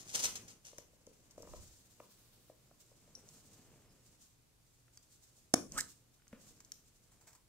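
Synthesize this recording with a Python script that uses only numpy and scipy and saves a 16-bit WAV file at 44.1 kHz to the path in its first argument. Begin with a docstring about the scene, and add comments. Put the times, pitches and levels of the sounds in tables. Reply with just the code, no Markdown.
"""A plastic toy egg is picked up and opened by hand in a small quiet room, close to a stereo camera.
It scrapes past a foil-wrapped egg, knocks dully as the toy moves inside, and fingers rub and tick on it.
The catch snaps, the halves scrape apart with a rising chirp of trapped air, and the toy is fingered.
Friction is coloured noise grains and struck parts are dying sines; room tail, rumble, hiss and hum lie under."""
import sys
import numpy as np
from scipy import signal
from scipy.fft import rfft, irfft
from scipy.io import wavfile

SR = 44100
rng = np.random.default_rng(int(sys.argv[2]) if len(sys.argv) > 2 else 0)


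def transcribe(signal):
    """Save signal, clipped to [-1, 1], as a 16-bit WAV file at the path in sys.argv[1]."""
    frames = np.atleast_2d(signal).T
    limited = np.clip(frames, -1, 1)
    pcm = np.round(limited * 32767).astype(np.int16)
    wavfile.write(sys.argv[1], SR, pcm)


N = 329868

# Levels are relative, ahead of placement and ports. A fall is the time to drop by a factor e.
# The catch letting go in quick slips: [t/s, level/dB]
CATCH_SLIPS = [(5.5368, -34.5), (5.5391, -14), (5.5400, -13), (5.5409, -19), (5.544, -23.5)]
# Colour of the catch's crunch: [f/Hz, level/dB]
CRACK_COLOUR = [(700, -22.5), (1500, -7.5), (2200, -7.5), (3200, -13), (4400, -10.5), (5400, 3),
                (6700, 2.5), (7900, -5.5), (9200, -4), (11500, -12), (13000, -18), (15800, -25)]
# Rim modes rung by the catch: [f/Hz, level/dB, t60/s]
CATCH_MODES = [(2100, -12, 0.0045), (4100, -18, 0.0045), (5010, -10.5, 0.0052), (5330, -4.5, 0.006),
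               (6000, -5.5, .009), (6510, -3, .008), (7350, -3.5, .007), (8300, -9, .007),
               (9100, -5.5, .007), (10240, -7, .006), (11500, -10, .005), (15000, -20.5, .006)]
# The pop's start, s
POP_AT = 5.5392
# The shell's walls in the pop: [f/Hz, level/dB, t60/s]
POP_WALL_MODES = [(480, -7.5, .01), (720, -10.5, 0.016), (1148, -15.5, 0.0097), (1400, -20, 0.0086),
                  (1720, -18.5, .011)]
# The air in the egg in the pop: [f/Hz, level/dB, t60/s]
POP_AIR_MODES = [(282, -3, .014)]
# The rims scraping as the halves part: [peak t/s, level/dB, fall/s]
RIM_STROKES = [(5.752, -53.5, 0.064), (5.781, -33, 0.0077), (5.7875, -30, 0.0013), (5.795, -42, 0.022),
               (5.8052, -29, .0013), (5.8087, -24.5, 0.0013), (5.83, -58, 0.025)]
# Colour of the scraping rims: [f/Hz, level/dB]
RIM_COLOUR = [(1470, -77), (2500, -51), (2960, -17.5), (4170, -9.5), (5200, -3), (5660, -0.5), (7980, 2),
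              (11400, -18), (13700, -13), (15500, -23)]
# The air between the opening halves: [t/s, resonance f/Hz, level/dB]
GAP_PATH = [(5.73, 890, -81), (5.76, 1240, -58), (5.778, 1330, -40), (5.784, 1365, -37),
            (5.789, 1620, -35.5), (5.801, 2010, -47.5), (5.812, 1920, -50), (5.82, 2100, -71)]
# Dull knocks of toy and fingers on the shell: [t/s, level/dB, pitch f/Hz, upper modes level/dB]
KNOCKS = [(.730, -52, 560, 2), (0.783, -47.5, 570, 1.5), (.932, -62, 574, -12), (1.011, -67, 560, -10),
          (1.071, -48.5, 507, -3.5), (1.3777, -43, 583, -2), (1.401, -48, 537, -14),
          (1.4294, -50.5, 580, 6), (1.449, -51.5, 570, -5), (1.473, -50.5, 583, 8), (1.49, -57, 506, 8),
          (1.5349, -44.5, 603, 7.5), (1.543, -47, 583, -11), (1.571, -73, 580, 7), (2.0008, -46, 577, 7.5),
          (2.497, -48, 602, -2.5), (2.711, -58.5, 668, 4.5), (2.914, -57.5, 535, 1), (3.075, -60, 570, -12),
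          (3.173, -58, 485, 0), (3.236, -58.5, 440, 2), (5.377, -69, 631, -9), (6.3288, -47.5, 530, 1)]
# Shell modes of a knock: [ratio to the pitch, level/dB, t60/s]
KNOCK_MODES = [(.55, -4.5, 0.025), (.86, -3, 0.042), (1.03, -0.5, 0.041), (1.2, -5, 0.026),
               (1.65, -8.5, 0.0185), (2.1, -10.5, 0.0167), (3.2, -32, 0.025)]
# Soft bumps of the hand: [t/s, level/dB, f/Hz, t60/s]
BUMPS = [(1.602, -46.5, 76, 0.076), (1.663, -61, 110, 0.13), (5.712, -47, 114.8, 0.025),
         (6.33, -41, 226, 0.061), (6.388, -61, 280, 0.04)]
# Sharp ticks of nail and seam: [t/s, level/dB, fall/s]
TICKS = [(.7832, -36, 0.00056), (1.067, -52.5, 0.0019), (1.309, -54, .004), (1.38, -54, 0.0019),
         (1.422, -49.5, .0043), (3.1535, -54, 0.0024), (3.289, -46, 0.00087), (4.9737, -48.5, 0.0021),
         (5.7208, -37, 0.00085), (6.2802, -52, 0.001), (6.6035, -51.5, 0.0041), (6.6478, -52.5, 0.0036),
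         (6.7195, -32.5, 0.00085)]
# Colour of the ticks: [f/Hz, level/dB]
TICK_COLOUR = [(880, -51), (1500, -41), (2640, -24), (3120, -3), (3580, -10), (4800, 4), (6500, 12.5),
               (9890, -6.5), (13500, 0), (15500, -23)]
# Ticks where the shell is free to ring: [t/s, level/dB, pitch f/Hz]
PINGS = [(3.1512, -41.5, 5760), (4.9737, -54, 4760)]
# Modes of the freely ringing shell: [ratio to the pitch, level/dB, t60/s]
PING_MODES = [(0.688, -22, 0.045), (.91, -2.5, 0.014), (.99, -3.5, 0.054), (1.02, -4, 0.044),
              (1.63, -10.5, 0.031)]
# How much the grip is shifting; it drives murmur, hiss and camera shake: [t/s, level/dB]
GRIP = [(0, -67), (.45, -64), (.6, -78), (1.3, -73.5), (1.5, -64), (1.75, -76), (2.8, -77), (3.2, -70),
        (3.75, -68.5), (4.2, -76.5), (4.35, -92.5), (5.2, -81.5), (6.25, -82), (6.39, -69.5), (6.9, -80.5),
        (7.3, -76), (7.47, -95)]
GRIP_MURMUR_DB, GRIP_HISS_DB, GRIP_SHAKE_DB = 0.4, -3, -7
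# A finger sliding on the shell, quick to start and slow to stop: [peak t/s, level/dB, fall/s]
SLIDES = [(1.135, -63, 0.023), (1.54, -63, 0.68), (2.11, -61, 0.18), (2.26, -69, 0.9), (2.805, -62, .035),
          (3.31, -61, 0.12), (3.535, -60, 0.022), (4.065, -67, 0.061), (4.22, -64.5, 0.074),
          (4.68, -72, 0.14), (4.935, -64, .02), (5.03, -63.5, 0.017), (5.125, -61.5, 0.062),
          (5.24, -67.5, 0.21), (5.37, -66.5, 0.049), (5.89, -63, 0.064), (6.145, -69, 0.032),
          (6.415, -62, 0.064), (6.48, -62, 0.065), (6.78, -70, 0.21)]
# Heaves of the whole hand: [peak t/s, shell level/dB, camera shake level/dB, fall/s]
HEAVES = [(.16, -62, -69, 0.037), (.31, -66, -67, 0.062), (1.57, -78, -55, .08), (3.73, -72, -73, 0.088),
          (5.76, -50.5, -54.5, 0.042), (6.52, -87, -73, 0.064)]
# A fingertip squeaking on the glossy shell: [peak t/s, level/dB, fall/s]
SQUEAKS = [(3.9, -77, 0.035)]
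# Colour of the skin's hiss: [f/Hz, level/dB]
SKIN_COLOUR = [(700, -24.5), (1200, -11.5), (2200, -14), (3500, -6.5), (4500, -3.5), (5600, -0.5),
               (7000, 3), (8300, 0), (10000, -7.5), (13000, -9), (15500, -9.5)]
# Colour of the hollow egg's murmur: [f/Hz, level/dB]
HOLLOW_COLOUR = [(59, -28.5), (100, -0.5), (222, -1.5), (345, -7.5), (421, -7.5), (723, -12), (810, -16),
                 (1280, -19), (3000, -21), (3900, -34), (6600, -120)]
# The seam and hinge flexing: [peak t/s, level/dB, fall/s]
HINGE_STROKES = [(.7835, -50.5, 0.0021), (2.001, -56.5, 0.0043), (2.497, -76, .004), (4.881, -64.5, .003),
                 (4.974, -61.5, .0028), (6.199, -70, .004), (6.22, -69, .004), (6.27, -60.5, 0.0026),
                 (6.3285, -53.5, 0.0052), (6.345, -64.5, 0.02), (6.7198, -60, 0.0028)]
# Colour of seam and hinge, and of the grit in a knock: [f/Hz, level/dB]
HINGE_COLOUR = [(200, 7), (400, -2), (900, -9), (1400, 3), (2000, 0), (2700, -0.5), (3500, -10),
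                (8000, -17.5)]
# Fingers scuffing the toy in the open shell: [peak t/s, level/dB, fall/s]
TOY_STROKES = [(6.468, -62, .008), (6.49, -73, 0.014), (6.604, -58.5, 0.0068), (7.12, -64.5, 0.024),
               (7.213, -63, .017), (7.277, -56.5, 0.028), (7.332, -59.5, 0.0087), (7.353, -60, .013)]
# Colour of the scuffed toy: [f/Hz, level/dB]
TOY_COLOUR = [(290, -29), (500, -1), (544, -3), (815, 2.5), (1570, -1), (2480, -2.5), (2740, -12.5),
              (7580, 5.5), (10200, -8), (14000, -6.5)]
# The egg brushing the foil: [peak t/s, level/dB, fall/s]
FOIL_STROKES = [(.01, -53.5, 0.022), (.095, -51, 0.03), (.155, -31.5, 0.011), (.2, -38.5, 0.018),
                (.241, -33, 0.013), (.254, -33, 0.011), (.29, -51, .03), (.502, -56.5, 0.023),
                (.675, -60.5, 0.024), (.79, -63, 0.028), (1.565, -62.5, 0.022)]
# The foil catching and letting go: [peak t/s, level/dB, fall/s]
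FOIL_SNAGS = [(.3555, -38.5, 0.011), (.481, -55, 0.01), (.651, -56.5, .05)]
# Colour of the foil's crinkle: [f/Hz, level/dB]
FOIL_COLOUR = [(120, -15), (250, -14), (400, -14), (540, -6.5), (650, -11.5), (780, -9), (1000, -12.5),
               (2600, -6.5), (4200, -7), (6400, 2), (9300, -8), (13000, -15.5), (15500, -19.5)]
# Thin resonances of the foil: [f/Hz, width/Hz, level/dB]
FOIL_RINGS = [(4200, 22, -19.5), (4937, 35, -19), (5880, 27, -12.5), (6400, 25, -15), (6800, 200, -22)]
# Decay of the room: [f/Hz, t60/s]
ROOM_T60 = [(100, .5), (260, 0.5), (700, 0.27), (1840, 0.28), (4850, 0.29), (12800, 0.39)]
# Colour of the room: [f/Hz, level/dB]
ROOM_COLOUR = [(100, 1), (260, -2.5), (420, 3.5), (700, -5.5), (1050, 4.5), (1700, -3), (3000, 1),
               (4600, -2), (6500, -5), (14000, -4)]
# Room tail between the ports: [f/Hz, left-right likeness]
ROOM_LIKENESS = [(100, 1), (500, 0.42), (1200, 0.71), (2500, 0.062), (15000, 0)]
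# Tone balance of the microphone ports: [f/Hz, left minus right level/dB]
PORT_BALANCE = [(200, 0.5), (3000, 2), (5200, -0.5), (6000, 7), (6450, 5), (7100, -2), (8100, -7),
                (11500, -9.5), (15000, 0.5)]
# Colour of still air and microphone hiss: [f/Hz, level/dB]
FLOOR_COLOUR = [(12, -30), (20, -8.5), (133, -8.5), (187, -15.5), (335, -17.5), (375, -20.5), (1390, -27.5),
                (1510, -28), (1890, -29.5), (2430, -27.5), (2800, -29), (4250, -28), (8090, -28),
                (10400, -30), (15800, -35)]
# Air and hiss between the ports: [f/Hz, left-right likeness]
FLOOR_LIKENESS = [(30, 1), (200, 0.43), (700, 0), (2000, 0.07), (5000, .1), (15000, 0.11)]

TIME, HZ = np.arange(N) / SR, np.fft.rfftfreq(N, 1 / SR)
BRIEF = TIME[:SR // 4]  # time axis of one struck sound


def amp(db):
    """Turns decibels into gain."""
    return 10 ** (np.asarray(db) / 20)


def unit(x):
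    """Scales to rms 1."""
    return x / np.sqrt(np.mean(x ** 2) + 1e-20)


def read(points, hz):
    """Reads a table along a log-frequency axis."""
    f, value = np.transpose(points)
    return np.interp(np.log(hz + 1), np.log(f + 1), value)


def add(mix, s, sound):
    """Lays a sound into the mix at time s."""
    part = mix[max(round(s * SR), 0):][:len(sound)]
    part += sound[:len(part)]


def colour(x, spectrum, size=8192):
    """Minimum-phase filter with the given spectrum; white noise keeps its level."""
    gain = unit(amp(read(spectrum, abs(np.fft.fftfreq(size, 1 / SR)))))
    log_gain = np.log(np.maximum(gain, 1e-4))
    taps = np.fft.ifft(np.exp(np.conj(signal.hilbert(log_gain)))).real[:size // 2]
    return signal.oaconvolve(np.atleast_2d(x), taps[None], axes=1)[:, :N]


def resonate(x, hz, width):
    """A resonance that can follow a moving frequency: shift down, smooth, shift back up."""
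    turn = np.exp(2j * np.pi * np.cumsum(hz * np.ones(N)) / SR)
    r = np.exp(-np.pi * width / SR)
    return (turn * signal.lfilter([1 - r], [1, -r], x / turn)).real


def ring(modes, rise=1e-5):
    """Dying sines of a struck object; neighbouring modes swing in opposite directions."""
    swings = np.zeros(len(BRIEF))
    for k, (hz, db, t60) in enumerate(modes):
        swings += (-1) ** k * amp(db - 60 * BRIEF / t60) * np.sin(2 * np.pi * hz * BRIEF)
    return swings * (1 - np.exp(-BRIEF / rise))


def grains(per_s, spread_db, wander_ms=0.039):
    """Friction: tiny slips of uneven size, each at its own spot and so with its own lag between the ports."""
    size = amp(spread_db * np.minimum(rng.exponential(1, N), 4)) * rng.choice([-1, 1], N)
    left = size * (rng.random(N) < per_s / SR)
    lag = np.round(rng.standard_normal(N) * wander_ms * SR / 1000).astype(int)
    right = np.bincount(np.clip(np.arange(N) + lag, 0, N - 1), left, N)
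    return unit(np.array([left, right]))


def strokes(rows, rise_share):
    """Pressure of strokes, each swelling to its peak in a share of the time it takes to die away."""
    power = np.zeros(N)
    for s, db, fall in rows:
        distance = np.maximum((s - TIME) / rise_share, TIME - s)
        power += (amp(db) * np.exp(-distance / fall)) ** 2
    return np.sqrt(power)


def level(curve):
    """Gain along a curve of time and level."""
    return amp(np.interp(TIME, *np.transpose(curve), left=-120))


def pair(x, likeness):
    """Makes two unrelated channels as alike as the table says."""
    a, b = rfft(x)
    same = np.clip(read(likeness, HZ), -1, 1)
    return irfft(np.array([a, same * a + np.sqrt(1 - same ** 2) * b]), N)


def place(x, lead_ms, pan_db, shade_db):
    """Sets port delay, balance and the camera body's treble shading; positive values favour the left."""
    side_db = pan_db + shade_db * np.clip(HZ / 5000 - 1, 0, 1)  # shading grows from 5 to 10 kHz
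    half_lead = np.exp(1j * np.pi * HZ * lead_ms / 1000) * amp(side_db / 2)
    return irfft(rfft(x) * np.array([half_lead, 1 / half_lead]), N)


def snap(pop_rise_s=.0025, leak_hz=130, crunch_db=-3, catch_db=-9.0, slip_s=0.0014):
    """The catch slips over its lip and rings the rim; the released shell pumps the air in one hollow pop."""
    crunch, rim, pop = np.zeros((2, N)), np.zeros(N), np.zeros(N)
    burst = np.exp(-BRIEF / slip_s)
    for s, db in CATCH_SLIPS:
        add(rim, s, amp(db + catch_db) * ring(CATCH_MODES))
        for port in crunch:
            add(port, s, amp(db + crunch_db) * burst * rng.choice([-1, 1], len(BRIEF)))
    add(pop, POP_AT, -ring(POP_AIR_MODES, rise=pop_rise_s) - ring(POP_WALL_MODES, rise=pop_rise_s))
    # so small a shell radiates no deep bass
    pop = signal.sosfilt(signal.butter(1, leak_hz, "high", fs=SR, output="sos"), pop)
    return colour(crunch, CRACK_COLOUR) + pop, rim


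def parting(width_hz=110, smear=0.47):
    """The rims scrape; the air between the halves rings higher overall as the gap widens."""
    s, hz, db = np.transpose(GAP_PATH)
    pitch = np.interp(TIME, s, hz)
    air = unit(resonate(rng.standard_normal(N), pitch, width_hz))
    air = unit(air / (smear + abs(signal.hilbert(air))))  # evens out the noise's swells
    chirp = air * amp(np.interp(TIME, s, db, left=-120, right=-120))
    scrape = grains(per_s=8400, spread_db=1.5) * strokes(RIM_STROKES, rise_share=0.44)
    return colour(scrape, RIM_COLOUR) + chirp


def knocks(contact_db=-18.5, contact_s=.004):
    """Knocks ring the damped shell, each with its own pitch and upper-mode level; the hand bumps softly."""
    out, grit = np.zeros((2, N))
    for s, db, hz, upper_db in KNOCKS:
        modes = [(hz * ratio, mode_db + upper_db * (k > 3), t60)
                 for k, (ratio, mode_db, t60) in enumerate(KNOCK_MODES)]
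        add(out, s, amp(db) * ring(modes, rise=0.00062))
        contact = np.exp(-BRIEF / contact_s) * rng.standard_normal(len(BRIEF))
        add(grit, s, amp(db + contact_db + upper_db / 2) * contact)
    for s, db, hz, t60 in BUMPS:
        add(out, s, ring([(hz, db, t60)], rise=0.00072))
    return out + colour(grit, HINGE_COLOUR)


def ticks():
    """Tiny cracks, scattered briefly by the cupped hands, and pings where the shell is free to ring."""
    cracks, pings = np.zeros((2, N)), np.zeros(N)
    scatter = amp(-15) * np.exp(-BRIEF / .004)
    for s, db, fall in TICKS:
        crack = np.exp(-BRIEF / fall) * rng.choice([-1, 1], len(BRIEF))
        for port in cracks:
            add(port, s, amp(db) * (crack + scatter * rng.standard_normal(len(BRIEF))))
    for s, db, hz in PINGS:
        modes = [(hz * ratio, mode_db, t60) for ratio, mode_db, t60 in PING_MODES]
        add(pings, s, amp(db) * ring(modes))
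    return colour(cracks, TICK_COLOUR) + pings


def fingers(flutter_db=2.7, glance_s=0.045, squeak_hz=5100, squeak_width_hz=120):
    """Skin hisses unevenly over the shell and squeaks once; the hollow egg murmurs with each shift of grip."""
    glance = np.hanning(round(glance_s * SR))
    flutter = unit(signal.oaconvolve(rng.standard_normal(N), glance, "same"))
    pressure = amp(flutter_db * flutter)
    sliding = np.hypot(amp(GRIP_HISS_DB) * level(GRIP), strokes(SLIDES, rise_share=.27))
    heaves = strokes([(s, db, fall) for s, db, _, fall in HEAVES], rise_share=.55)
    shifting = np.hypot(amp(GRIP_MURMUR_DB) * level(GRIP), heaves)
    hiss = colour(grains(per_s=14000, spread_db=1.5, wander_ms=0.11) * sliding * pressure, SKIN_COLOUR)
    murmur = colour(grains(per_s=1200, spread_db=3) * shifting, HOLLOW_COLOUR)
    squeak = unit(resonate(rng.standard_normal(N), squeak_hz, squeak_width_hz))
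    return hiss + murmur + squeak * strokes(SQUEAKS, rise_share=1)


def toy():
    """The seam and hinge creak, and fingertips scuff the toy against the open shell."""
    creaks = grains(per_s=14000, spread_db=-3) * strokes(HINGE_STROKES, rise_share=0.14)
    scuffs = grains(per_s=6200, spread_db=3.5) * strokes(TOY_STROKES, rise_share=0.21)
    return colour(creaks, HINGE_COLOUR) + colour(scuffs, TOY_COLOUR)


def foil():
    """Crinkles of the foil catch on the passing egg and set a few thin resonances going."""
    brushing = strokes(FOIL_STROKES, rise_share=0.84)
    snagging = strokes(FOIL_SNAGS, rise_share=0.05)
    slips = grains(per_s=6000, spread_db=3.5, wander_ms=0.034) * np.hypot(brushing, snagging)
    rings = np.zeros((2, N))
    for hz, width, db in FOIL_RINGS:
        makeup = np.sqrt(2 * SR / (np.pi * width))  # narrow rings pass less of the noise
        rings += amp(db) * makeup * resonate(slips, hz, width)
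    return amp(1.5) * (colour(slips, FOIL_COLOUR) + rings)


def rumble(top_hz=70):
    """The hand's weight on the table shakes the camera, each port differently."""
    band = signal.butter(3, [15, top_hz], "band", fs=SR, output="sos")
    shake = signal.sosfilt(band, rng.standard_normal((2, N)))
    heaves = strokes([(s, db, fall) for s, _, db, fall in HEAVES], rise_share=1.2)
    weight = np.hypot(amp(GRIP_SHAKE_DB) * level(GRIP), heaves)
    return unit(shake) * weight * amp([[-2], [1]])


def room(x, gap_s=.007, build_s=.012):
    """Walls return a diffuse tail that builds up a moment after the direct sound."""
    echoes = rng.choice([-1., 1.], (2, N)) * (rng.random((2, N)) < 1 / 10)
    hz, t, z = signal.stft(pair(echoes, ROOM_LIKENESS)[:, :SR], SR, nperseg=256)
    decay = amp(-60 * t / read(ROOM_T60, hz)[:, None])
    tail = signal.istft(z * decay, SR, nperseg=256)[1][:, :SR]
    tail = tail * np.clip((TIME[:SR] - gap_s) / build_s, 0, 1)
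    wet = signal.fftconvolve(x, tail / np.linalg.norm(tail[0]), axes=1)[:, :N]
    return irfft(rfft(wet) * amp(read(ROOM_COLOUR, HZ)), N)


def background(floor_db=-71, hum_hz=119, hum_db=-79):
    """Still air and microphone hiss as one coloured noise, with a wavering low hum."""
    air = colour(pair(rng.standard_normal((2, N)), FLOOR_LIKENESS), FLOOR_COLOUR)
    waver = unit(resonate(rng.standard_normal(N), hum_hz, 3.4))
    hum = unit(np.sin(2 * np.pi * hum_hz * TIME) + .6 * waver)
    return amp(floor_db) * air + amp(hum_db) * hum


def scene():
    """The egg starts by the foil on the table, is lifted to the microphones and opened with its rim facing them."""
    brushed = foil()
    popping, rim = snap()
    scraping = parting()
    handled = fingers() + knocks() + ticks() + toy()
    lifted = np.interp(TIME, [1.7, 3.0], [0, 1])
    low, held = handled * (1 - lifted), handled * lifted
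    direct = place(brushed, lead_ms=-0.24, pan_db=2.5, shade_db=-3.0)
    direct += place(popping + rim + scraping, lead_ms=0.094, pan_db=-1.0, shade_db=-3.0)
    direct += place(low, lead_ms=-0.098, pan_db=1, shade_db=1.5)
    direct += place(held, lead_ms=0.043, pan_db=0.0, shade_db=0)
    send = amp(-5.0) * brushed + amp(-6) * low + amp(-6.5) * held
    send = send + amp(-10.5) * popping + amp(-19) * rim + amp(-12.5) * scraping
    walls = room(send)
    ports = amp(read(PORT_BALANCE, HZ) * np.array([[.5], [-.5]]))  # each port has its own treble resonance
    ports = ports / np.sqrt(np.mean(ports ** 2, axis=0))
    return irfft(rfft(direct + walls) * ports, N) + rumble() + background()


def record(dry, edge_hz=15750):
    """Band limit: a steep low-pass takes off the top treble."""
    taps = signal.firwin(511, edge_hz, window=("kaiser", 9), fs=SR)
    return signal.oaconvolve(dry, taps[None], "same")


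dry = scene()
out = record(dry)
transcribe(out)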